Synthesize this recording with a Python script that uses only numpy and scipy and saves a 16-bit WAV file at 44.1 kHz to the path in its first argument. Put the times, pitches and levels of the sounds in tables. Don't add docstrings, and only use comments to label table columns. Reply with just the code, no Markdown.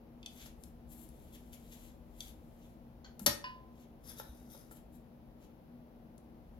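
import sys
import numpy as np
from scipy import signal
from scipy.fft import rfft, irfft
from scipy.io import wavfile
from scipy.ndimage import uniform_filter1d

SR = 44100
rng = np.random.default_rng(int(sys.argv[2]) if len(sys.argv) > 2 else 0)


def unload_audio(sound):
    columns = np.transpose(np.atleast_2d(sound))
    steps = np.round(np.clip(columns, -1, 1) * 32767)
    wavfile.write(sys.argv[1], SR, steps.astype(np.int16))


N = 290619
LAG_S = .00023


def gain_of(db):
    return 10 ** (np.asarray(db) / 20)


def evened(x):
    return x / np.sqrt(np.mean(x ** 2) + 1e-20)


def read(points, hz):
    f, value = np.transpose(points)
    return np.interp(np.log(hz + 1), np.log(f + 1), value)


def along(rows):
    s, *columns = np.transpose(rows)
    return np.array([np.interp(np.arange(N) / SR, s, column) for column in columns])


def colour(x, tone):
    hz = np.fft.rfftfreq(x.shape[-1], 1 / SR)
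    return irfft(rfft(x) * gain_of(read(tone, hz)), x.shape[-1])


def resonate(x, hz, width):
    turn = np.exp(2j * np.pi * np.cumsum(hz) / SR)
    r = np.exp(-np.pi * width / SR)
    return 2 * (turn * signal.lfilter([1 - r], [1, -r], x / turn)).real


def grit(grain_db, count):
    flutter = evened(uniform_filter1d(rng.standard_normal(N), count))
    return rng.standard_normal(N) * gain_of(grain_db * flutter)


def swell(s, rise_s, db):
    t = np.arange(N) / SR - s
    fall_s = 0.017 + 0.19 * rise_s
    return gain_of(db) * np.exp(-2 * (t / np.where(t < 0, rise_s, fall_s)) ** 2)


def blows(rows, modes, rise_s, crack_s, low_hz, top_hz):
    out = np.zeros(N + SR)
    t = np.arange(SR * 3 // 4) / SR
    for s, db, crack_db, tilt_db in rows:
        ring = sum(gain_of(mode_db - 60 * t / t60) * np.sin(2 * np.pi * (hz * t + rng.random()))
                   for hz, mode_db, t60 in modes)
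        crack = rng.standard_normal(len(t)) * np.exp(-t / crack_s) * gain_of(crack_db) / 2
        blow = (ring / abs(ring).max() + crack) * (1 - np.exp(-t / rise_s))
        tone = [(low_hz / 2, -30), (low_hz, 0), (top_hz, tilt_db), (1.3 * top_hz, tilt_db - 25)]
        blow = colour(blow, tone)
        out[round(s * SR):][:len(t) - 200] += gain_of(db) * blow[:-200] / abs(blow).max()
    return out[:N]


# frequency in Hz, relative level in dB per Hz.
AIR_TONE = [(75, -38.5), (100, -16), (130, -7), (200, -10), (244, -4.5), (275, -18.5), (310, -8),
            (368, -18), (531, -16), (850, -21.5), (1100, -29), (1710, -36), (2810, -40), (6000, -49),
            (8490, -63.5), (11200, -43.5), (15900, -47)]
# frequency in Hz, likeness (1 = the same noise in both ports).
LIKENESS = [(60, .8), (180, .94), (550, .7), (1500, 0)]
# frequency in Hz, left minus right in dB.
AIR_LEAN = [(60, 4.5), (240, 2.5), (950, 3.5), (15000, 2)]
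# time in seconds, level in dB.
RUMBLE_LEVEL = [(0.0, -64), (0.71, -57), (6.13, -64), (6.59, -57.5)]
# frequency in Hz, relative level in dB per Hz.
RUMBLE_SPECTRUM = [(12, -37.5), (40, 1), (75, -2), (105, -22), (150, -58)]


def air():
    hiss_db, hum_db, hum_hz, waver = -58, -62, 237.5, 0.00842
    hz = np.fft.rfftfreq(N, 1 / SR)
    left, other = rfft(rng.standard_normal((2, N)))
    same = np.clip(read(LIKENESS, hz), -1, 1)
    right = same * left + np.sqrt(1 - same ** 2) * other
    right = right * np.exp(-2j * np.pi * hz * LAG_S)
    noise = np.array([left, right]) * gain_of(np.outer([.5, -.5], read(AIR_LEAN, hz)))
    hiss = gain_of(hiss_db) * evened(irfft(noise * gain_of(read(AIR_TONE, hz)), N))
    rumble = evened(irfft(noise * gain_of(read(RUMBLE_SPECTRUM, hz)), N))
    rumble = gain_of(along(RUMBLE_LEVEL)) * rumble
    drift = uniform_filter1d(rng.standard_normal(N), size=4000)
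    drift = evened(uniform_filter1d(drift, size=4000))
    hum = np.sqrt(2) * np.sin(2 * np.pi * np.cumsum(hum_hz * (1 + waver * drift)) / SR)
    return hiss + rumble + hum * gain_of(hum_db + np.array([[1.], [-1.]]))


# start in seconds, level in dB before rise and decay, frequency in Hz, t60 in s.
BENCH_PUSHES = [(2.259, -51, 53.7, 0.56), (3.215, -38, 207.3, 0.13), (3.274, -32.5, 209.8, 0.091),
                (3.28, -40.5, 73.86, .2), (3.278, -39, 126.2, 0.21), (4.291, -44, 61.3, 0.36)]


def thumps():
    out, t = np.zeros(N + SR), np.arange(SR) / SR
    for s, db, hz, t60 in BENCH_PUSHES:
        swing = gain_of(db - 60 * t / t60) * np.sin(2 * np.pi * hz * t)
        out[round(s * SR):][:SR] += swing * (1 - np.exp(-t / 0.002))
    return out[:N]


# frequency in Hz, t60 in seconds.
ROOM_DECAY = [(200, 0.48), (1400, 0.36), (3700, 0.29), (9700, 0.29), (14500, 0.18)]


def room(x):
    taps = np.zeros((2, SR))
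    at = np.arange(200, SR - 20, 20) + rng.integers(0, 20, (2, (SR - 201) // 20))
    np.put_along_axis(taps, at, rng.choice([-1., 1.], at.shape), 1)
    hz, t, z = signal.stft(taps, SR, nperseg=256)
    decay = gain_of(-60 * t / read(ROOM_DECAY, hz)[:, None])
    tail = signal.istft(z * decay, SR, nperseg=256)[1]
    return signal.fftconvolve(x, tail / np.linalg.norm(tail[0]), axes=1)[:, :N]


# frequency in Hz, gain in dB.
PORT_COLOUR = [(2000, 3), (6000, 0.5), (8300, -11.5), (11500, 0), (15500, -4.5)]
# frequency in Hz, left minus right in dB at full share.
BODY_SHADE = [(300, 1), (800, 1), (3100, -1.5), (5800, 9), (7200, 27), (9500, 23), (15000, 13)]


def ports(x, share=1.):
    hz = np.fft.rfftfreq(N, 1 / SR)
    side = np.array([[.5], [-.5]])
    gain = gain_of(read(PORT_COLOUR, hz) + share * side * read(BODY_SHADE, hz))
    return irfft(rfft(x) * gain * np.exp(2j * np.pi * hz * side * LAG_S), N)


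# start in
# seconds, peak in dB, crack in dB against the ring, tilt in dB.
STAND_KNOCKS = [(0.4594, -48, 11, -1), (3.197, -50, -7.5, -11.5), (4.198, -37.5, 11.5, -13),
                (4.548, -50, 10, -43), (4.711, -49.5, -4, 6)]
# frequency in Hz, relative level in dB before the tilt, t60 in seconds.
BENCH_MODES = [(540, -3, .04), (860, -1, .04), (1360, 0, .04), (1750, -3, .03)]


def knocks():
    return blows(STAND_KNOCKS, BENCH_MODES, rise_s=0.00042, crack_s=0.0026, low_hz=430, top_hz=6700)


# strongest moment in s, rise in s, level in dB, fizz in dB above the board sound.
STROKES = [(0.415, 0.046, -67, -28), (0.448, 0.19, -68, 4), (0.463, 0.0081, -65.5, -3),
           (0.665, 0.093, -82.5, 12), (0.925, 0.041, -73, 11.5), (1.028, 0.1, -75.5, 12.5),
           (1.348, 0.023, -65.5, 2.5), (1.537, 0.016, -63, 3.5), (1.728, 0.017, -65, 1),
           (1.852, 0.29, -73, 4), (2.221, 0.043, -75.5, 10.5), (2.28, 0.14, -69, 4.5),
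           (2.64, 0.053, -82, -10), (3.228, 0.03, -80.5, 21.5), (3.823, 0.093, -75.5, -1.5),
           (4.721, 0.015, -75.5, 16.5), (4.77, 0.036, -73, 6), (4.956, 0.041, -80.5, 11.5),
           (5.44, 0.048, -74.5, -2)]
# frequency in Hz, relative level in dB per Hz.
BOARD_RUSTLE = [(1000, -13.5), (2400, -4.5), (3300, -1), (5000, -7), (7000, -4.5), (10000, -51)]
# frequency in Hz, relative level in dB per Hz.
GLOVE_FIZZ = [(5500, -36.5), (7500, -8.5), (9000, -11.5), (12500, -8), (14800, -14), (15800, -13.5)]
# time in seconds, level in dB.
HOLDING = [(.8, -115), (.95, -88), (1.2, -79.5), (1.63, -85.5), (2.02, -95.5), (2.7, -84.5), (2.85, -115)]


def rubbing():
    board = evened(colour(grit(2.3, count=120), BOARD_RUSTLE))
    fizz = evened(colour(grit(2.2, count=60), GLOVE_FIZZ))
    held = gain_of(along(HOLDING)[0]) * (board + gain_of(5.5) * fizz)
    strokes = sum(swell(s, rise_s, db) * (board + gain_of(fizz_db) * fizz)
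                  for s, rise_s, db, fizz_db in STROKES)
    return held + strokes


# start in seconds, peak in dB, crack in dB against the ring, tilt in dB.
BOARD_TICKS = [(0.2294, -46, 3, -28), (0.2608, -34, 5, -13), (0.6365, -42.5, 39, 11),
               (1.0889, -51.5, 18, 33), (1.531, -51, 2, -12), (2.2054, -33.5, 2.5, -1.5),
               (6.1794, -53, 32, 17)]
# frequency in Hz, relative level in dB before the tilt, t60 in seconds.
BOARD_MODES = [(3250, -3, .022), (3520, 0, .024), (4670, -2, .02), (6100, -3, .015)]


def ticks():
    return blows(BOARD_TICKS, BOARD_MODES, rise_s=.0003, crack_s=.003, low_hz=2550, top_hz=11000)


# frequency in Hz, relative gain in dB.
SCUFF_MODES = [(974, -3), (1570, 0), (3220, -4), (4300, -1), (5200, -10), (6190, -10), (6950, -12)]


def scuff():
    start_s, level_db, rise_s, t60_s, width_hz = 3.044, -54, 0.0016, 0.1, 320
    drive = grit(2.3, count=150)
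    t = np.maximum(np.arange(N) / SR - start_s, 0)
    body = sum(gain_of(db) * resonate(drive, np.full(N, hz), width_hz) for hz, db in SCUFF_MODES)
    body = colour(body, [(7000, 0), (8500, -30)])
    return evened(body) * (1 - np.exp(-t / rise_s)) * gain_of(level_db - 60 * t / t60_s)


# time in seconds, rasp in dB, singing in dB above the rasp.
SLIDING = [(3.98, -120, -5), (4.02, -87, -6), (4.06, -62.5, 0.5), (4.105, -62.5, 3.5), (4.15, -74, 0),
           (4.19, -58.5, 1.5), (4.25, -77.5, 9), (4.3, -77.5, 7.5), (4.41, -74, -8), (4.485, -77.5, -5),
           (4.508, -72, 11), (4.6, -71, 1.5), (4.66, -78, -16), (4.72, -82, -2), (4.8, -120, -5)]
# frequency in Hz, relative level in dB per Hz.
RASP_TONE = [(1500, 6), (3300, -5), (5000, 5.5), (8500, 1.5), (12000, 6), (15700, -3.5)]
# frequency in Hz, width in Hz, relative level in dB in each of three slides.
SPRING_MODES = [(3480, 110, -6, -14, -14), (3760, 90, -9, -1, -12), (5155, 110, -9, -14, -7),
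                (9490, 110, -14, -8, -2), (10170, 150, 0, -12, -4), (11770, 200, -1, -5, -1),
                (5950, 110, -14, -14, -4), (14270, 100, -14, -9, 0)]
SLIDE_PEAKS_S = [4.12, 4.22, 4.5]


def scrape():
    break_db, drift = 4.5, .008
    stretch = slice(round(SLIDING[0][0] * SR), round(SLIDING[-1][0] * SR))
    drive = grit(2.6, count=150)
    t = np.arange(N)[stretch] / SR
    breaks, drifts = uniform_filter1d(rng.standard_normal((2, len(SPRING_MODES), len(t))), size=450)
    voices = np.zeros(len(t))
    for breaking, drifting, (hz, width, *slide_dbs) in zip(breaks, drifts, SPRING_MODES):
        level_db = np.interp(t, SLIDE_PEAKS_S, slide_dbs) + break_db * evened(breaking)
        pitch = hz * (1 + drift * evened(drifting))
        voices += gain_of(level_db) * evened(resonate(drive[stretch], pitch, width))
    sing = np.zeros(N)
    sing[stretch] = evened(voices)
    rasp = evened(colour(drive, RASP_TONE))
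    rasp_db, sing_db = along(SLIDING)
    return gain_of(rasp_db) * (rasp + gain_of(sing_db) * sing)


# start in seconds, peak in dB, crack in dB against the ring, tilt in dB.
STAND_BLOWS = [(3.441, -34, -7, -4)]
# frequency in Hz, relative level in dB before the tilt, t60 in seconds.
STAND_MODES = [(985, -8, .4), (1022.5, -3, .55), (1518, -13, .28), (1658, -13, .3), (1728, -11, .3),
               (1900, -7, .2), (2509, -6, .28), (2885, -6, .3), (3500, -8, .05), (4500, -8, .24),
               (4915, -10, .2), (5173, -5, .16)]


def stand_ring():
    return blows(STAND_BLOWS, STAND_MODES, rise_s=0.00045, crack_s=0.053, low_hz=920, top_hz=5140)


# start in seconds, peak in dB,
# crack in dB against the ring, tilt in dB.
TOOL_BLOWS = [(3.194, -37, 25, 23), (3.2622, -14, 6, 9.5), (3.2665, -17.5, 6, 5.5), (3.275, -21.5, 4, -8)]
# frequency in Hz, relative level in dB before the tilt, t60 in seconds.
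TOOL_MODES = [(340, -6, .07), (580, -1, .09), (883, -8, .1), (1319, -3, .06), (1836, -6, .2),
              (2977, -9, .1), (3562, 1, .055), (3962, -8, .1), (4410, 0, .055), (4701, -5, .1),
              (5457, 1, .055), (5938, -5, .08), (9566, -3, .05), (11850, -1, .07), (11978, -3, .045),
              (14800, 2, .08)]


def clacks():
    return blows(TOOL_BLOWS, TOOL_MODES, rise_s=.0003, crack_s=0.005, low_hz=220, top_hz=13000)


def scene():
    rubs = rubbing() + scrape() + scuff()
    tick, clack, knock, ring = ticks(), clacks(), knocks(), stand_ring()
    near = rubs + tick + clack + knock + ring
    wet = gain_of(-1.5) * rubs + gain_of(-6.5) * tick + gain_of(-4.5) * clack
    wet = wet + gain_of(-7.5) * knock + gain_of(-16.) * ring
    return air() + thumps() + ports(near) + ports(room(wet[None]), share=0.69)


def record(dry):
    low_pass = signal.firwin(511, 15950, window=("kaiser", 9), fs=SR)
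    return signal.oaconvolve(dry, low_pass[None], "same")


dry = scene()
out = record(dry)
unload_audio(out)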